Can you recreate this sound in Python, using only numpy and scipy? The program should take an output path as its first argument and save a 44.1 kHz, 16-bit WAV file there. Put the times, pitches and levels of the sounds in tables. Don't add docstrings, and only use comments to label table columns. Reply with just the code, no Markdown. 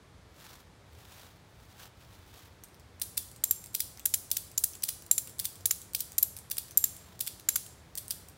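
import sys
import numpy as np
from scipy import signal
from scipy.fft import rfft, irfft, next_fast_len
from scipy.io import wavfile
from scipy.ndimage import uniform_filter1d

SR = 44100
rng = np.random.default_rng(int(sys.argv[2]) if len(sys.argv) > 2 else 0)


def int16_out(signal):
    q = np.round(np.clip(np.atleast_2d(signal).T, -1, 1) * 32767)
    wavfile.write(sys.argv[1], SR, q.astype(np.int16))


def volts(x):
    e = np.asarray(x, float) / 20
    return 10 ** e


N = 369116

# f/Hz, density/dB per Hz
AIR_SPECTRUM = [(184, -14), (212, -20), (440, -22), (2310, -31.5), (2810, -35.5), (3520, -33.5),
                (10800, -45.5), (16500, -57)]
# f/Hz, density/dB per Hz
TRAFFIC_SPECTRUM = [(12, -44.5), (27, -12.5), (79, 4.5), (117, 0.5), (135, -3.5), (184, -28)]
# t/s, level/dB
HIGH_HISS_LEVEL = [(0.0, -95), (1.7, -80.5), (8.37, -73)]
# t/s, hold/s, crackle level/dB, release/s
FOOTSTEPS = [(0.397, 0.19, -54, 0.12), (0.946, .006, -59.5, 0.041), (0.987, 0.1, -57.5, .06),
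             (1.12, 0.14, -52.5, 0.2), (1.472, 0.089, -70, .1), (1.6, .04, -62, .1),
             (1.712, .012, -57.5, 0.088), (1.803, 0.062, -50.5, 0.055), (1.998, .05, -62, .1),
             (2.097, 0.075, -60, 0.45), (2.295, 0.18, -57.5, .08), (2.387, 0.01, -55, .04),
             (2.52, .03, -69, .15), (6.99, .17, -61.5, 0.11)]
# f/Hz, density/dB per Hz
LEAF_SPECTRUM = [(880, -9), (1500, -22), (2270, 2.5), (3410, 2.5), (9470, -7), (13700, -6), (16000, -5.5)]
# t/s, peak level/dB, loudest f/Hz
HANDLE_RATTLES = [(2.637, -34, 9000), (2.6851, -54, 4100), (2.7443, -47, 5700), (2.797, -46.5, 7800),
                  (3.3148, -40.5, 8300), (3.3617, -40.5, 8550), (3.6404, -34, 8600), (3.6602, -34.5, 10100),
                  (3.9735, -39.5, 6200), (3.9953, -33, 8200), (4.246, -45, 8100), (4.515, -39.5, 8200),
                  (4.7345, -36, 6000), (4.7522, -33.5, 7860), (5.0224, -38.5, 7500), (5.0636, -37.5, 9000),
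                  (5.273, -33, 9600), (5.295, -37, 7800), (5.5556, -38.5, 8800), (5.6075, -42, 7500),
                  (5.8163, -33.5, 7950), (6.1193, -35, 8750), (6.366, -30, 11400), (6.3874, -33.5, 8600),
                  (6.6826, -41.5, 4730), (6.7092, -34, 6250), (6.9653, -34, 9200), (7.3972, -38, 6650),
                  (7.664, -36.5, 8300), (8.2857, -37.5, 9000)]
# t/s, peak level/dB, rebound delay/ms, rebound level/dB, dullness/dB
SLACK_DROPS = [(3.0183, -19.5, 2, 3, -26), (3.1773, -14, 5.3, -20, -15), (3.7478, -17.5, 2.7, 6, -8),
               (3.8035, -12, 3.2, -16, -10), (4.3143, -12, 3.7, -9, -17), (4.3698, -15.5, 5.7, -24, -26),
               (4.8357, -16, 2.2, 1, -19), (4.8894, -20.5, 1.7, 1.5, -5), (5.397, -17, 3, -3.5, -8.5),
               (5.4531, -16, 4.1, -4.5, -9), (5.948, -14.5, 3.2, -5, -5.5), (6.0047, -18, 3.5, 2, -14.5),
               (6.513, -19, 2.9, 3, -12.5), (6.581, -19.5, 2.4, 4, -5), (7.2073, -15, 3.5, -2.5, -14),
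               (7.2725, -22, 4.3, 3.3, 8), (7.9786, -19, 4.5, 1.5, -16), (8.1066, -16.5, 4.1, -0.5, -5)]
# slip lead/ms, slip level/dB, graze lead/ms, graze level/dB
SLACK_TICKS = [(20.3, -34.5, 2.1, -19.5), (6.45, -27, 2.5, -20), (14.1, -42, 4.9, -31),
               (8.3, -27, 3.6, -38.5), (11, -31.5, 1.2, -30), (8.85, -34, 1.9, -19), (12.7, -31, 2.9, -26),
               (5.6, -27, 1.6, -18), (12.5, -35, 4.5, -22.5), (10.3, -28, 6, -25), (13.9, -30, 3.7, -45),
               (12, -31, 6.1, -33), (12.7, -31, 3.7, -28.5), (13.8, -35, 12, -28), (15, -32, 3, -27),
               (19.6, -40, 7.1, -28), (25.2, -25, 3.9, -25), (25.7, -31, 4.5, -35)]
# f/Hz, level/dB, t60/s
SLACK_MODES = [(4000, -27, 0.0034), (5210, 5, 0.0022), (6000, 0.5, 0.0068), (8300, -5, 0.0087),
               (10030, -2, 0.0081), (10950, -1, 0.0048), (13500, -12.5, 0.0089), (14700, -4.5, 0.0052),
               (15100, -13.5, 0.006)]
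# f/Hz, level/dB, t60/s
SLACK_FRAME_MODES = [(3550, -40.5, .05), (5000, -52.5, 0.027), (5390, -44, 0.026), (9600, -40.5, 0.035),
                     (13900, -40.5, .05)]
# t/s, peak level/dB, rebound level/dB, dullness/dB, frame ring level/dB
LOADED_DROPS = [(3.438, -16, -3, -6, 8), (3.5095, -16.5, -4.5, -6.5, 9.5), (4.0547, -15.5, 3, -10, -1),
                (4.139, -14.5, 0.5, -5.5, -11), (4.577, -16.5, 9, -19, -17), (4.6378, -16.5, 4.2, -15, -1),
                (5.1121, -11.5, -14, -13, 6.5), (5.1794, -16, -2.5, -11, -2), (5.656, -14.5, 0.6, -13, -6),
                (5.7092, -15, -4.5, 1, 0), (6.1813, -18, 2.5, -13, 0), (6.2269, -17, -2.7, -9, 6.5),
                (6.7735, -14.5, -3.5, -12, 6.5), (6.8402, -14, -12, -2.5, 2.5), (7.4872, -16, -1, 3, 7),
                (7.5572, -17.5, 3, 4, -6)]
# f/Hz, level/dB, t60/s
LOADED_MODES = [(1730, -19.5, 0.028), (2410, -33, 0.0081), (4020, -16.5, 0.09), (6000, -34, 0.041),
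                (7333, 4, 0.02), (8940, 1.5, 0.0058), (10100, 4, 0.014), (10720, 2, 0.017),
                (11400, 0.5, 0.015), (11970, 9.5, 0.0082), (13540, -0.5, 0.021), (13900, -7, 0.015),
                (16000, 5, .012)]
# f/Hz, level/dB, t60/s
LOADED_FRAME_MODES = [(7420, -21, 0.043), (7420, -29.5, 0.049), (10100, -41.5, .04), (10690, -31, .05),
                      (11850, -16.5, .035), (12080, -20, 0.04), (13400, -34, .04)]
LEVER_FREEDOM = [1, -3, 0, 0, 3, 7, 5, 0.5]
# f/Hz, t60/s
TRUNK_DECAY = [(1500, 0.12), (4000, 0.62), (8000, 0.6), (12000, 0.42), (16000, 0.25)]


def in_time(rows):
    s, *columns = np.transpose(rows)
    return [np.interp(np.arange(N) / SR, s, column) for column in columns]


def at_hz(points, hz):
    table_hz, values = np.transpose(points)
    return np.interp(np.log(hz + 1), np.log(table_hz), values)


def rms_one(x):
    return x / np.sqrt(np.mean(x ** 2) + 1e-20)


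def coloured(x, spectrum):
    size = next_fast_len(len(x))
    weight = volts(at_hz(spectrum, np.fft.rfftfreq(size, 1 / SR)))
    return irfft(rfft(x, size) * weight, size)[:len(x)]


def butter(x, hz, kind, order=2):
    return signal.sosfilt(signal.butter(order, hz, kind, fs=SR, output="sos"), x)


def add(track, s, sound):
    i = int(s * SR)
    track[i:i + len(sound)] += sound[:N - i]


def air():
    high_hiss_db, = in_time(HIGH_HISS_LEVEL)
    noise = rng.standard_normal(N)
    far_db = -60 + 0.1551 * np.arange(N) / SR
    far = volts(far_db) * rms_one(butter(coloured(noise, AIR_SPECTRUM), 155, "high", order=4))
    rumble = volts(-59) * rms_one(butter(coloured(noise, TRAFFIC_SPECTRUM), 134, "low", order=4))
    high_hiss = volts(high_hiss_db) * rms_one(butter(rng.standard_normal(N), 11000, "high"))
    return far + rumble + high_hiss


def tread():
    attack_s, arch_db = 0.14, 2
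    t = np.arange(N) / SR
    start, hold, db, release = np.transpose(FOOTSTEPS)[:, :, None]
    along = np.clip((t - start) / hold, 0, 1)
    before = np.maximum(start - t, 0) / attack_s
    after = np.maximum(t - start - hold, 0) / release
    level_db = db - arch_db * (2 * along - 1) ** 2 - 30 * (before + after)
    return np.sqrt(np.sum(volts(level_db) ** 2, axis=0))


def leaves():
    snaps_per_s, crush_db = 6000, -5.5
    sizes = volts(2.8 * np.minimum(rng.exponential(1, N), 5)) * rng.choice([-1, 1], N)
    clumps = volts(2.2 * rms_one(butter(rng.standard_normal(N), 60, "low")))
    snaps = sizes * (rng.random(N) < snaps_per_s / SR) * clumps
    crackle = rms_one(butter(coloured(snaps, LEAF_SPECTRUM), 1200, "high"))
    crush = rms_one(butter(snaps, [600, 2200], "band"))
    return tread() * (crackle + volts(crush_db) * crush)


def chatter(rise_ms, fall_ms):
    ms = np.arange(600) / SR * 1000
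    contacts = rng.standard_normal(600) * volts(3 * rng.standard_normal(600))
    return contacts * (1 - np.exp(-ms / rise_ms)) * np.exp(-ms / fall_ms)


def modes(table, spread_db, size):
    t = np.arange(size) / SR
    hz, level_db, t60 = np.transpose(table)[:, :, None]
    strength = volts(level_db + spread_db * rng.standard_normal(hz.shape))
    decay = np.exp(-np.log(1000) * t / t60)
    return np.sum(strength * decay * np.sin(2 * np.pi * hz * t), axis=0)


def steel_body(steel, spread_db, modes_db):
    body = volts(modes_db) * modes(steel, spread_db, size=1000)
    body[:2] += [1, -.9]
    return body


def click(force, body, dull_db):
    shelf_hz = 6000
    sound = signal.fftconvolve(force, body)
    r = np.exp(-2 * np.pi * shelf_hz / SR)
    low = signal.lfilter([1 - r], [1, -r], sound)
    sound = sound + (volts(np.clip(dull_db, -22, 8) - 1.5) - 1) * low
    peak = np.sqrt(uniform_filter1d(2 * sound[:400] ** 2, size=44).max() + 1e-20)
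    return sound / peak


def all_round(hit, body, dull_db):
    smooth = click(np.ones(1), body, dull_db)
    return smooth * np.sqrt(np.sum(hit ** 2) / np.sum(smooth ** 2))


def ticks():
    rattle_dull_db, bounce_ms, bounce_db = 5, 7.3, -7.5
    slip_hz, slip_dull_db, graze_hz, graze_dull_db = 9000, -11, 11860, 9
    spread_octaves = 0.26
    touches = []
    lead_luck = rng.standard_normal((len(SLACK_TICKS), 2))
    for (s, *_), (slip_ms, slip_db, graze_ms, graze_db), luck in zip(SLACK_DROPS, SLACK_TICKS, lead_luck):
        slip, graze = 2 ** (spread_octaves * np.clip(luck, -2, 2))
        touches.append((s - slip_ms / 1000, slip_db, slip_dull_db, slip_hz * slip))
        touches.append((s - graze_ms / 1000, graze_db, graze_dull_db, graze_hz * graze))
    bounce_luck = rng.uniform(0.23, 1.5, (len(HANDLE_RATTLES), 2))
    for (s, db, hz), (delay, pitch) in zip(HANDLE_RATTLES, bounce_luck):
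        touches.append((s, db, rattle_dull_db, hz))
        touches.append((s + bounce_ms * delay / 1000, db + bounce_db, rattle_dull_db, hz * pitch))
    out = np.zeros((2, N))
    for s, db, dull_db, hz in touches:
        body = steel_body([(min(hz, 15000), 0, .004)], 0, -9)
        hit = volts(db) * click(chatter(0.25, 1.0), body, dull_db)
        add(out[0], s, hit)
        add(out[1], s, all_round(hit, body, dull_db))
    return out


def wood(x, near_db, near_t60, far_db):
    near_start_s = 0.012
    t = np.arange(SR // 2 + SR // 4) / SR
    near = rng.standard_normal(len(t)) * volts(3.5 * rng.standard_normal(len(t)) - 60 * t / near_t60)
    near_onset = np.clip((t - near_start_s) / 0.00197, .3, 1) * (t > .003)
    response = volts(near_db) * near * near_onset
    edges = 1000 * 2 ** np.arange(0, 4.3, .5)
    for low, high in zip(edges, edges[1:]):
        band = butter(rng.standard_normal(len(t)), [low, high], "band")
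        t60 = at_hz(TRUNK_DECAY, np.sqrt(low * high))
        response += volts(far_db - 60 * t / t60) * band * np.clip(t / 0.0027, 0, 1)
    return signal.fftconvolve(x, response)[:N]


def seated(sound):
    seat_ms, edge_ms, seated_db = 6.3, 0.71, -8.5
    ms = np.arange(len(sound)) / SR * 1000
    return sound * volts(seated_db / (1 + np.exp(np.clip((seat_ms - ms) / edge_ms, -30, 30))))


def pawl(drops, steel, frame, rebound_fall_ms, modes_db, round_db):
    frame_direct_db = 8.5
    lever_hz = 9000
    out = np.zeros((2, N))
    mean_body = steel_body(steel, 0, round_db)
    for s, db, lag_ms, rebound_db, dull_db, ring_db, lever_db in drops:
        body = steel_body(steel, 2.5, modes_db)
        landing = click(chatter(0.31, 1.6), body, dull_db)
        rebound = click(chatter(0.1, rebound_fall_ms), body, dull_db)
        rebound = volts(min(rebound_db, 3)) * np.roll(rebound, int(lag_ms * SR / 1000))
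        hit = seated(volts(db) * (landing + rebound))
        held_frame = [(hz, level + lever_db * (hz > lever_hz), t60) for hz, level, t60 in frame]
        song = volts(db + ring_db) * modes(held_frame, 2.8, size=8000)
        fade_in = np.minimum(np.arange(8000) / 60.0, 1)
        add(out[0], s, hit)
        add(out[0], s, volts(frame_direct_db) * seated(seated(song)) * fade_in)
        add(out[1], s, song)
        add(out[1], s, all_round(hit, mean_body, dull_db))
    return out


def slack_returns():
    ring_db, lever_db = 10.5, 0
    drops = [(*drop, ring_db, lever_db) for drop in SLACK_DROPS]
    direct, spread = pawl(drops, SLACK_MODES, SLACK_FRAME_MODES, 1.5, -20, -24)
    direct = butter(direct, 3200, "high", order=1)
    spread = butter(spread, 2570, "high", order=7)
    return np.stack([direct, spread])


def loaded_pulls():
    rebound_ms = 3.2
    drops = []
    for (s, db, *rest), lever_db in zip(LOADED_DROPS, np.repeat(LEVER_FREEDOM, 2)):
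        drops.append((s, db, rebound_ms, *rest, lever_db))
    return pawl(drops, LOADED_MODES, LOADED_FRAME_MODES, 3.1, -18, -51)


def scene():
    ratchet = ticks() + slack_returns() + loaded_pulls() + 1e-12 * rng.standard_normal(N)
    direct, spread = butter(ratchet, 1304, "high", order=3)
    swing = 2 * np.pi * 1.37 * np.arange(N) / SR
    echo = np.zeros(N)
    for share in (np.cos(swing), np.sin(swing)):
        echo += wood(spread * share, near_db=-22.5, near_t60=0.053, far_db=-40.5)
    return (air() + leaves() + direct + echo)[None]


def band_limit(x):
    return signal.sosfilt(signal.butter(12, 17130, fs=SR, output="sos"), x)


def record(dry):
    top = signal.cheby2(16, 33, 16000, fs=SR, output="sos")
    mix = signal.sosfilt(top, butter(dry, 36, "high", order=3))
    return band_limit(mix)


dry = scene()
out = record(dry)
int16_out(out)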